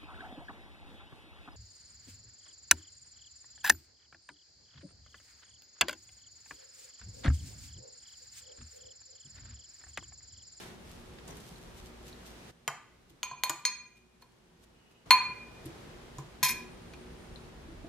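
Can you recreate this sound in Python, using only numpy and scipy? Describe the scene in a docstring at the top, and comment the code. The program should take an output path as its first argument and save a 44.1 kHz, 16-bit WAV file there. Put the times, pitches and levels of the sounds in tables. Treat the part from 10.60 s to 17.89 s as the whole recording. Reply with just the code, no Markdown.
"""Leaves rustle first, over appliance hum and air noise; then a steel spoon clinks on a small glass bowl.
Each clink is a noisy crack and a dull knock, plus fading tones for the ringing glass and spoon.
Noise grains make the rustling leaves, short pings the seeds and stems, low tones the bumps on the table.
A faint rub is the gliding spoon. A kitchen echoes the clinks, bumps and ticks.
The room noise, made of filtered noise, drops away for a while in the middle."""
import sys
import numpy as np
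from scipy import signal
from scipy.fft import rfft, irfft, next_fast_len
from scipy.io import wavfile
from scipy.ndimage import uniform_filter1d

SR = 44100
rng = np.random.default_rng(int(sys.argv[2]) if len(sys.argv) > 2 else 0)


def to_wav(s):
    """Save 16-bit WAV."""
    ch = np.atleast_2d(s).T  # columns
    pcm = np.round(np.clip(ch, -1, 1) * 32767)  # PCM
    wavfile.write(sys.argv[1], SR, pcm.astype(np.int16))


N = 321297
TIME = np.arange(N) / SR
SIDES = np.array([[.5], [-.5]])  # left and right: a value times this is shared out as left minus right

# main tones of the bowl; each lasting tone is a pair of close pitches that beat:
# (quick fade t60 [s], lasting fade t60 [s], lasting level [dB], left minus right [dB])
RING_FADES = [(0.21, 0.47, -5.5, -1.5), (0.029, 0.57, -3, 0.5), (0.12, 0.35, -8.5, 0),
              (0.05, 0.42, -18.5, 0)]
# pitch of each main tone: (pitch [Hz])
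RING_HZ = [1015, 2436, 4289, 6478]
# distance between the two pitches of each pair: (split [Hz])
SPLIT_HZ = [12, 6.6, 5.5, 14]
# how far the left side leads in each main tone: (phase [radians])
LEFT_LEAD = [.25, .65, 1.3, 1.4]
# glass tones that sound along with each main tone: (level against that tone [dB], fade t60 [s])
NEIGHBOURS = [
    [(-15.5, 0.3), (-17, 0.36)],
    [(-8, 0.145), (-14.5, 0.28), (-7, 0.24), (-2.5, 0.16), (0, 0.39), (-9, 0.69), (-5.5, 0.31),
     (-21.5, 0.45), (-7.5, 0.1)],
    [],
    [],
]
# their pitches, a list for each main tone: (pitch [Hz])
NEIGHBOUR_HZ = [
    [987, 1087],
    [2116, 2190, 2300, 2390, 2452, 2468, 2512, 2565, 2770],
    [],
    [],
]


def bowl_rings(shares_db, lasting_db, near_db, lean_db, free):
    """The bowl rings in beating pairs of tones, with neighbours; leaves and hand change the fade times."""
    neighbours, main_rings = 0, 0
    for k, (quick, slow, pair_db, tilt_db) in enumerate(RING_FADES):
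        hz, split, lead = RING_HZ[k], SPLIT_HZ[k], LEFT_LEAD[k]
        pair = sum(undb(way * lean_db[k]) * ring(hz + way * split, slow * free, lead)
                   for way in (-.5, .5))
        near = sum((-1) ** i * undb(db) * ring(near_hz, t60 * free, lead)
                   for i, (near_hz, (db, t60)) in enumerate(zip(NEIGHBOUR_HZ[k], NEIGHBOURS[k])))
        main = ring(hz, quick * free, lead) + undb(pair_db + lasting_db) * pair
        neighbours += undb(shares_db[k] + near_db[k] + tilt_db * SIDES) * near
        main_rings += undb(shares_db[k] + tilt_db * SIDES) * main
    return neighbours, main_rings


# short tones of the upper glass: (level [dB], fade t60 [s])
GLASS = [(-1, 0.046), (2, 0.036), (-0.5, 0.092), (1.5, 0.071), (5.5, 0.048), (-4.5, 0.064), (1, 0.048),
         (5.5, 0.055), (-18.5, .06), (0.5, 0.053)]
# their pitches: (pitch [Hz])
GLASS_HZ = [3150, 5100, 8890, 9650, 11560, 11920, 12590, 13130, 13400, 13900]
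# short tones of the spoon: (level [dB], fade t60 [s])
SPOON = [(-11, 0.29), (-8.5, 0.097), (-23, .12), (-6.5, 0.091), (-6, .1), (-13.5, 0.122), (-8, 0.18),
         (-1, 0.069), (-0.5, .08), (11, 0.062), (4, 0.044), (3.5, 0.069), (-41, 0.0546), (-0.5, 0.074),
         (-14, 0.063)]
# their pitches: (pitch [Hz])
SPOON_HZ = [1190, 1690, 1940, 3850, 4240, 4470, 5020, 5700, 6020, 6890, 7920, 10200, 11240, 12050, 14700]
# pitches at which the struck spot raises or lowers the short tones: (pitch [Hz])
SPOT_HZ = [1190, 1800, 3150, 4300, 5100, 5850, 6890, 9000, 11500, 12900, 14700]


def short_modes(glass_db, spoon_db, favoured_db, free):
    """Glass and spoon ring briefly in many tones, each with a close twin; the struck spot favours some."""
    out = 0
    for pitches, table, group_db in ((GLASS_HZ, GLASS, glass_db), (SPOON_HZ, SPOON, spoon_db)):
        for hz, (mode_db, t60) in zip(pitches, table):
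            scatter, lead, detune, twin_lead = rng.standard_normal(4)
            # higher tones reach the two sides further out of step
            tone = ring(hz, t60 * free, hz / 5000 * lead)
            twin = ring(hz * (1 + .01 * detune), t60 * free, hz / 5000 * twin_lead)
            spot_db = np.interp(hz, SPOT_HZ, favoured_db)
            gain = undb(group_db + mode_db + spot_db + 0.62 * scatter)
            out += np.sign(detune) * gain * (tone + .6 * twin)
    return out


BOUNCE_PER_S = 10.8  # a longer chatter bounces harder: largest size against the first contact, per s


def chatter_contacts(chatter_s):
    """The spoon chatters on the glass: one first contact, then 200 small bounces that weaken."""
    when, size = rng.random((2, 200))
    places = (when * chatter_s * SR).astype(int)
    contact = np.zeros(SR // 4)
    # cubing leaves most bounces tiny
    np.add.at(contact, places, BOUNCE_PER_S * chatter_s * (2 * size - 1) ** 3 * (1 - 1.01 * when))
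    contact[0] = 1
    return contact


# colour of the crack: (pitch [Hz], level [dB])
CRACK = [(100, -61), (300, -36.5), (650, -20.5), (1200, -8), (2000, 4.5), (2600, 0), (3300, 0),
         (4500, -2.5), (8000, -18.5), (13000, -28), (14500, -15.5), (16000, -16)]
# colour of the dull knock: (multiple of the knock pitch, level [dB])
KNOCK = [(.15, -35.5), (.4, -14), (.7, -6.5), (1.0, -3.5), (1.3, -5.5), (2.0, -14), (3.5, -33), (7.0, -31),
         (20, -70)]
# blows of the spoon: (time [s], strength [dB], then levels against the strength: crack [dB], dull knock [dB],
#   main tones 1, 2, 3, 4 [dB], extra on their lasting part [dB], upper glass [dB], spoon [dB];
#   knock pitch [Hz], multiple of the fade times, chatter length [s])
CLINKS = [(2.078, -19, -2.5, -9, -42, -49, -52, -36, -4, -26, -20, 1060, 0.57, 0.0068),
          (2.631, -20.5, 0.5, -21.5, -26.5, -25, -27.5, -13, -1.5, -30.5, -35.5, 960, 1.48, 0.0047),
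          (2.713, -32, -35, -17.5, -5, -35, -17, -28.5, -10, -54, -34, 930, 0.35, 0.0073),
          (2.836, -15, 0, -22, -21, -26, -17, -17, -2, -25, -34, 1010, 0.93, 0.0051),
          (2.896, -22, -1.5, -9.5, -22, -26.5, -40, -40.5, -2, -24, -12.5, 1090, 0.43, 0.014),
          (3.052, -13.5, -5, -32, -30, -24.5, -12.5, -10, -4, -26, -25.5, 680, 1.24, 0.0037),
          (3.623, -44, -26, -13, -17.5, -26, -10.5, -33, -5.5, -23, -36, 997, 0.33, 0.002),
          (4.507, -5.5, -6, -8.5, -11, -15, -7, -22.5, -7, -26.5, -32.5, 1910, 1.35, 0.0016),
          (5.585, -38.5, -24, -8.5, -3.5, -51, -40, -24, 0.5, -38, -16, 890, 0.13, 0.0098),
          (5.829, -19, -7.5, -24.5, -15.5, -16, -13, -9, 1.5, -18.5, -23.5, 1910, 0.7, .11),
          (6.336, -39, -14, -11, -30, -27, -27, -21, 12, -32, -26, 2500, 0.1, 0.0057)]
# what the struck spot favours, a row for each blow: (neighbours of main tones 1, 2 [dB],
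#   upper minus lower half of pairs 1, 2, 3 [dB], short tones around the 11 pitches of SPOT_HZ [dB])
SPOT = [(0.1, 0.1, 0.1, 0.1, 0.1, 14, 11, 11, -12, -3, -3, -1.5, -1, -5.5, 0.1, 0.1),
        (9, -0.5, 0.1, 3, 9, 3, 0.1, -1, -1, 1.5, 2, 1, 0.1, -8, 5, 0.1),
        (2.5, -5, 6, 0.1, -2, 0.1, -1.5, -2, 0.1, 0.1, 0.1, 2, 0.1, 0.1, 2, 0.1),
        (-5, -3, 1, 1.5, 0.1, 0.1, -1, 2, 1, -4, -2, 1.5, 0.1, -3.5, 10.5, 0.5),
        (5, 1.3, -7.5, 0.1, 0.1, 5.5, -3, -2, 0, -6, -12, -1.5, -3, 0, -2, 0.1),
        (2, 0, -11.5, -1, -6, -3, -1, -1, 4, 5, 2, -5, 0.8, -5, -11, -3.5),
        (4, 1, -3, 0.1, 0.1, 0.1, 0.1, 0.1, 0.1, -3, 0.1, -4, -3, -3, 2, 0.1),
        (-9, -6, 4, 1, -6.5, 10, 3, 5.5, -6, -17, -14, -6.5, -0.3, -3, 0.1, -1.5),
        (1, 0.1, -1.4, 0.1, -3, 0.1, -5, -2, 0.1, 0.1, -1, 4.5, -3, -6, 0.1, 0.1),
        (0.1, -0.2, -14, -0.3, 2, -18, 3, -3.5, 11.5, -1, 5.5, -3.5, -1, 7.5, 0, -12),
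        (-2, 0.1, 0.1, 0.1, 0.1, 0.1, 0.1, 0.1, 0.1, 0.1, 0.1, -2, 0.1, 0.1, 0.1, 0.1)]
SNAP = 4.2  # first contact of a crack against the noise after it
BOWL_PAN_DB = 0.7  # left minus right


def clinks():
    """Each blow cracks, then drives the rings of bowl and spoon as hard as the struck spot allows."""
    out = np.zeros((2, N))
    for blow, spot in zip(CLINKS, SPOT):
        s, strength_db, crack_db, knock_db, *shares_db = blow[:8]
        lasting_db, glass_db, spoon_db, knock_hz, free, chatter_s = blow[8:]
        near_db, lean_db, favoured_db = (*spot[:2], 0, 0), (*spot[2:5], 0), spot[5:]
        neighbours, main_rings = bowl_rings(shares_db, lasting_db, near_db, lean_db, free)
        short = neighbours + short_modes(glass_db, spoon_db, favoured_db, free)
        crack = burst(CRACK, .006, .3, SNAP)
        knock = burst([(k * knock_hz, db) for k, db in KNOCK], .06, .15)
        short[:, :crack.shape[1]] += undb(crack_db) * crack + undb(knock_db) * knock
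        # the bounces keep the short sounds going; the main rings start once
        chattered = signal.fftconvolve(short, chatter_contacts(chatter_s)[None])
        sound = chattered[:, :main_rings.shape[1]] + main_rings
        add(out, s, undb(strength_db + BOWL_PAN_DB * SIDES) * sound)
    # the clinks carry no bass below about 400 Hz
    high_pass = signal.butter(N=2, Wn=400, btype="high", fs=SR, output="sos")
    return signal.sosfilt(high_pass, out)


# tones of the table: (pitch [Hz], fade t60 [s])
TABLE = [(143, 0.24), (328, 0.14), (680, 0.106)]
# dull bumps on the table: (time [s], then the level of each table tone before the soft push [dB])
BUMPS = [(0.692, -73, -70, -56), (.708, -70, -66, -43), (2.078, -46.5, -87, -70), (2.507, -61, -50, -72),
         (2.719, -52, -75, -72), (2.9, -52.5, -37, -59), (5.061, -42, -31.5, -48), (5.583, -36.5, -40, -60),
         (5.827, -39.5, -44, -56), (7.01, -63, -59, -51), (7.087, -53, -38, -43), (7.12, -66, -43, -47),
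         (7.244, -60, -36.5, -30.5)]


def bumps():
    """The bowl, and later a pot, knocks the cloth-covered table: a soft push sets off its low tones."""
    out = np.zeros((2, N))
    push = np.hanning(int(0.0024 * SR))  # 2.4 ms long
    for s, *levels_db in BUMPS:
        tones = sum(undb(db) * ring(hz, t60) for db, (hz, t60) in zip(levels_db, TABLE))
        add(out, s, signal.fftconvolve(tones, push[None] / push.sum()))
    return out


# small dry ticks: (time [s], peak level [dB], pitch [Hz], width [Hz])
TICKS = [(0.586, -41, 2560, 2500), (.677, -42, 7550, 2500), (0.705, -44, 6060, 600), (.77, -47, 9000, 4000),
         (.958, -48, 4100, 400), (1.527, -43.5, 4100, 500), (2.499, -59, 12100, 1970),
         (5.057, -38.5, 10700, 3970), (6.758, -40, 3850, 696), (6.774, -52, 3950, 500)]


def ticks():
    """Seeds and stems tick: a quickly dying bit of noise in a band makes each ping."""
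    out = np.zeros((2, N))
    t = np.arange(SR // 20) / SR
    for s, db, hz, width in TICKS:
        band = signal.butter(N=2, Wn=[hz - width / 2, hz + width / 2], btype="band", fs=SR, output="sos")
        dying_noise = rng.standard_normal((2, len(t))) * np.exp(-t / 0.0059)
        ping = signal.sosfilt(band, dying_noise)
        add(out, s, undb(db) * ping / np.abs(ping).max())
    return out


# colour of the rustle: (pitch [Hz], level [dB])
LEAF = [(500, -15), (1500, -11.5), (3000, 0.5), (5000, -1.5), (8000, -3.5), (12000, -6), (14500, -6),
        (16000, -34.5)]
# the spoon tosses the leaves: (time of the peak [s], level at the peak [dB], swell [s], fade [s])
TOSSES = [(.02, -67, .05, 0.14), (.31, -57, 0.21, 0.4), (.68, -55, 0.022, 0.25), (.77, -54.5, 0.16, 0.74),
          (.9, -59, .3, .28), (1.18, -54, 0.046, 0.12), (1.26, -57.5, 0.22, 0.096), (1.48, -51, 0.068, .09),
          (1.67, -49.5, 0.033, 0.12), (1.72, -55.5, .1, 0.049), (1.89, -64, 0.091, 0.085),
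          (2.33, -82, .08, 0.22), (2.5, -65, 0.024, 0.067), (3.371, -65, 0.024, 0.043),
          (3.62, -66, .03, .07), (3.72, -81, 0.19, 0.31), (4.04, -60.5, .05, 0.028),
          (4.321, -66.5, .035, .045), (5.059, -50, 0.022, 0.053), (5.24, -71, 0.53, .11),
          (5.59, -56, 0.057, 0.071)]


def leaves():
    """Dense tiny crackles of uneven size, a gust with each toss."""
    sizes = undb(3.13 * rng.exponential(size=N))
    present = rng.random(N) < .1  # one sample in ten crackles
    grains = rng.standard_normal((2, N)) * sizes * present
    rustle = level(signal.fftconvolve(grains, causal(LEAF)[None])[:, :N], 0)
    gusts_db = np.max([db + swell_db(s, rise, fall) for s, db, rise, fall in TOSSES], axis=0)
    return rustle * undb(gusts_db + 2.0 * walk(35.04))


# bands stirred by the gliding spoon: (pitch [Hz], width [Hz])
SLIDE_BANDS = [(2550, 68), (2900, 220)]
SLIDE_S, SLIDE_LENGTH_S, SLIDE_DB = 4.16, 0.28, -75
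SLIDE_SWELL_S, SLIDE_FADE_S = 0.089, .03


def slide():
    """The spoon glides along the wall: faint uneven rubbing stirs two narrow bands."""
    rub = rng.standard_normal((2, N)) * undb(3.7 * walk(60))
    bands = sum(colour(rub, lambda f: resonance(f, hz, width)) for hz, width in SLIDE_BANDS)
    shape_db = swell_db(SLIDE_S, SLIDE_SWELL_S, SLIDE_FADE_S, SLIDE_LENGTH_S)
    return level(bands, SLIDE_DB) * undb(shape_db)


# echo of the kitchen: (pitch [Hz], fade t60 [s], level [dB])
KITCHEN = [(201, 0.13, -8.5), (636, 0.27, -1.5), (1498, 0.61, -4.5), (2780, 0.56, -11), (5675, 0.38, -11),
           (9700, 0.43, -12), (14200, 0.11, -16.5)]


def kitchen(x):
    """Diffuse echo: noise with its own fade time at each pitch, building up over the first 5.2 ms."""
    t = np.arange(SR // 2) / SR
    noise = rng.standard_normal((2, len(t)))
    echo = 0
    for octave in np.arange(-2, 5.5, .5):
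        hz = 500 * 2 ** octave
        t60, db = (on_log(np.array(KITCHEN)[:, [0, k]], hz) for k in (1, 2))
        # left and right differ more in the treble
        stereo = noise[0] + min(hz / 2600, 2) * SIDES * noise[1]
        band = colour(stereo, lambda f: np.cos(np.pi * np.clip(np.log2(f / hz + 1e-9), -.5, .5)) ** 2)
        fade = 1000. ** (-t / t60) * np.clip(t / 0.0052, 0, 1)
        echo = echo + undb(db) * band * fade / np.sqrt(np.sum(fade ** 2))
    return signal.fftconvolve(x.mean(0)[None], echo)[:, :N]


# colour of the air noise: (pitch [Hz], relative level per Hz [dB])
AIR = [(18, -35.5), (30, -3), (170, -4.5), (204, -7.5), (239, -8.5), (394, -6), (486, -9.5), (569, -11.5),
       (2480, -25.5), (4080, -30.5), (9220, -42), (13700, -49), (16000, -54.5)]
# hum bands: (pitch [Hz], width [Hz], level before the changes in ROOM [dB])
HUM = [(58.8, 9.8, -62), (121.1, 3.3, -68.5), (175.2, 24, -65), (234.7, 19, -62), (366, 3.3, -64.5),
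       (479.3, 7.06, -71.5), (9140, 13.6, -79.5)]
# the room noise changes abruptly: (start time [s], air level [dB], change of the hum [dB],
#   treble tilt above 500 Hz [dB per octave])
ROOM = [(0, -53.5, 0, 2.5), (1.911, -65, -11.5, 3), (4.458, -53.5, -2, 2.21), (5.9, -52, 3.5, 2.03),
        (6.898, -52.5, -1.5, 1.82)]
STEP_S = 0.0073  # time each change takes
# the air noise swells or dips for a moment: (time [s], level change [dB],
#   extra treble tilt [dB per octave], lead-in [s], lead-out [s])
SWELLS = [(0, 5.5, 2, .05, 0.17), (.7, 7.5, -1.5, 0.057, 0.13), (1.9, 1, 0.6, 0.55, 0.017),
          (3.3, -4.5, 0.5, 0.48, 0.75), (5.1, 4, -0.2, 0.2, 0.68)]
# rumble in the lowest air bands, below roughly 90 Hz: (time [s], level change [dB])
RUMBLE = [(0, -6), (.3, 6), (.75, -1), (1.2, 4.5), (1.9, -9), (2.6, 1.5), (3.3, -13), (4.05, 3),
          (4.45, -10), (5.6, 1.5), (6.3, -1), (6.9, 6), (7.29, 9)]


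def room_noise():
    """Air noise in octave bands that flicker apart, and appliance hum as narrow bands of noise."""
    starts, *columns = np.transpose(ROOM)
    row = np.searchsorted(starts[1:], TIME)
    air_db, hum_db, tilt_db = (uniform_filter1d(c[row], int(STEP_S * SR) + 1) for c in columns)
    for s, db, tilt, rise, fall in SWELLS:
        shape = np.interp(TIME, [s - rise, s, s + fall], [0, 1, 0])
        air_db, tilt_db = air_db + db * shape, tilt_db + tilt * shape
    rumble_db = np.interp(TIME, *np.transpose(RUMBLE))
    air = level(colour(wide_noise(), lambda hz: undb(on_log(AIR, hz))), 0)
    out = 0
    for octave in range(-4, 6):  # counted from 500 Hz
        band = colour(air, lambda hz: np.cos(
            np.pi / 2 * np.clip(np.log2(hz / 500 + 1e-9) - octave, -1, 1)) ** 2)
        band_db = air_db + tilt_db * max(octave, 0) + rumble_db * (octave < -2)
        out = out + band * undb(band_db + 0.12 * walk(2.5))
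    noise = wide_noise()
    for hz, width, db in HUM:
        hum = level(colour(noise, lambda f: resonance(f, hz, width)), db)
        out = out + undb(hum_db) * hum
    return out


# likeness of left and right, kept within 0 to 1 when used: (pitch [Hz], likeness)
ALIKE = [(30, 3), (75, 0.5), (130, 1.1), (290, 0.5), (640, 0.29), (1410, 0.04), (3100, 0.01), (6820, -6.5),
         (15000, -1.5)]


def wide_noise():
    """Noise alike left and right in the bass, unrelated in most of the treble."""
    mid, side = rng.standard_normal((2, N))
    alike = lambda hz: np.clip(on_log(ALIKE, hz), 0, 1)
    shared = colour(mid, lambda hz: np.sqrt(1 + alike(hz)))
    opposed = colour(side, lambda hz: np.sqrt(1 - alike(hz)))
    return shared + 2 * SIDES * opposed


def undb(db):
    """Turn decibels into a plain factor."""
    return 10 ** (np.asarray(db) / 20)


def level(x, db):
    """Scale a sound to an average (RMS) level in dB."""
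    return x * undb(db) / np.sqrt(np.mean(x ** 2))


def on_log(table, hz):
    """Read a (pitch [Hz], value) table on a log axis."""
    table = np.array(table, float)
    return np.interp(np.log(hz + 1), np.log(table[:, 0]), table[:, 1])


def colour(x, gain_of_hz):
    """Filter the last axis by a gain curve."""
    size = next_fast_len(x.shape[-1])
    hz = np.arange(size // 2 + 1) * SR / size
    return irfft(rfft(x, size) * gain_of_hz(hz), size)[..., :x.shape[-1]]


def resonance(f, hz, width):
    """Gain of a narrow peak, halved at half the width from its centre."""
    return 1 / (1 + ((f - hz) / width * 2) ** 2)


def causal(table, size=512):
    """Short filter with the colour of a (pitch [Hz], level [dB]) table that acts at once (minimum phase)."""
    hz = np.arange(size + 1) * SR / 2 / size
    cepstrum = irfft(np.log(undb(on_log(table, hz))))
    # folding the cepstrum moves the energy to the start
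    cepstrum[1:size] *= 2
    cepstrum[size + 1:] = 0
    return irfft(np.exp(rfft(cepstrum)))[:size]


def ring(hz, t60, lead=0.):
    """A tone that fades by 60 dB in t60 seconds, two channels, cut off after 0.8 s at most."""
    t = np.arange(int(SR * np.clip(t60, .005, .8))) / SR
    out = np.zeros((2, int(.8 * SR)))
    out[:, :len(t)] = np.sin(2 * np.pi * hz * t + lead * SIDES) * 1000. ** (-t / t60)
    return out


def burst(table, t60, apart, snap=0.):
    """A dying noise burst in the given colour, starting near 1; partly unrelated left and right."""
    t = np.arange(SR // 10) / SR
    mid, side = rng.standard_normal((2, len(t)))
    mid[0] += snap
    dying = (mid + 2 * apart * SIDES * side) * 1000. ** (-t / t60)
    sound = signal.fftconvolve(dying, causal(table)[None])
    # a decay of t60 holds the energy of t60 / (2 ln 1000) at full level
    return sound / np.sqrt(np.sum(sound ** 2) / 2 / (t60 * SR / 2 / np.log(1000)))


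def walk(rate):
    """Random levels held 1 / rate s and smoothed twice."""
    k = int(SR / rate)
    steps = np.repeat(rng.standard_normal(N // k + 1), k)
    return uniform_filter1d(uniform_filter1d(steps, k), k)[:N]


EDGE_DB = 28  # level lost over a swell or a fade


def swell_db(s, rise, fall, hold=0.):
    """0 dB at the peak, falling in straight dB lines on both sides."""
    before = (s - TIME) / rise
    after = (TIME - s - hold) / fall
    return -EDGE_DB * np.maximum(0, np.maximum(before, after))


def add(out, s, sound):
    """Mix a sound in at time s."""
    i = int(s * SR)
    out[:, i:i + sound.shape[1]] += sound[:, :N - i]


def scene():
    """Near sounds with their echo, over rustle, rubbing and room noise."""
    near = clinks() + bumps() + ticks()
    return near + kitchen(near) + leaves() + slide() + room_noise()


def record(dry):
    """Round the loudest peaks, soften the treble from 14 kHz and cut it steeply above 16 kHz."""
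    rounded = .85 * np.tanh(dry / .85)
    soft = signal.sosfilt(signal.butter(N=2, Wn=14000, fs=SR, output="sos"), rounded)
    return signal.sosfilt(signal.ellip(10, .2, 100, 16000, fs=SR, output="sos"), soft)


dry = scene()
out = record(dry)
to_wav(out)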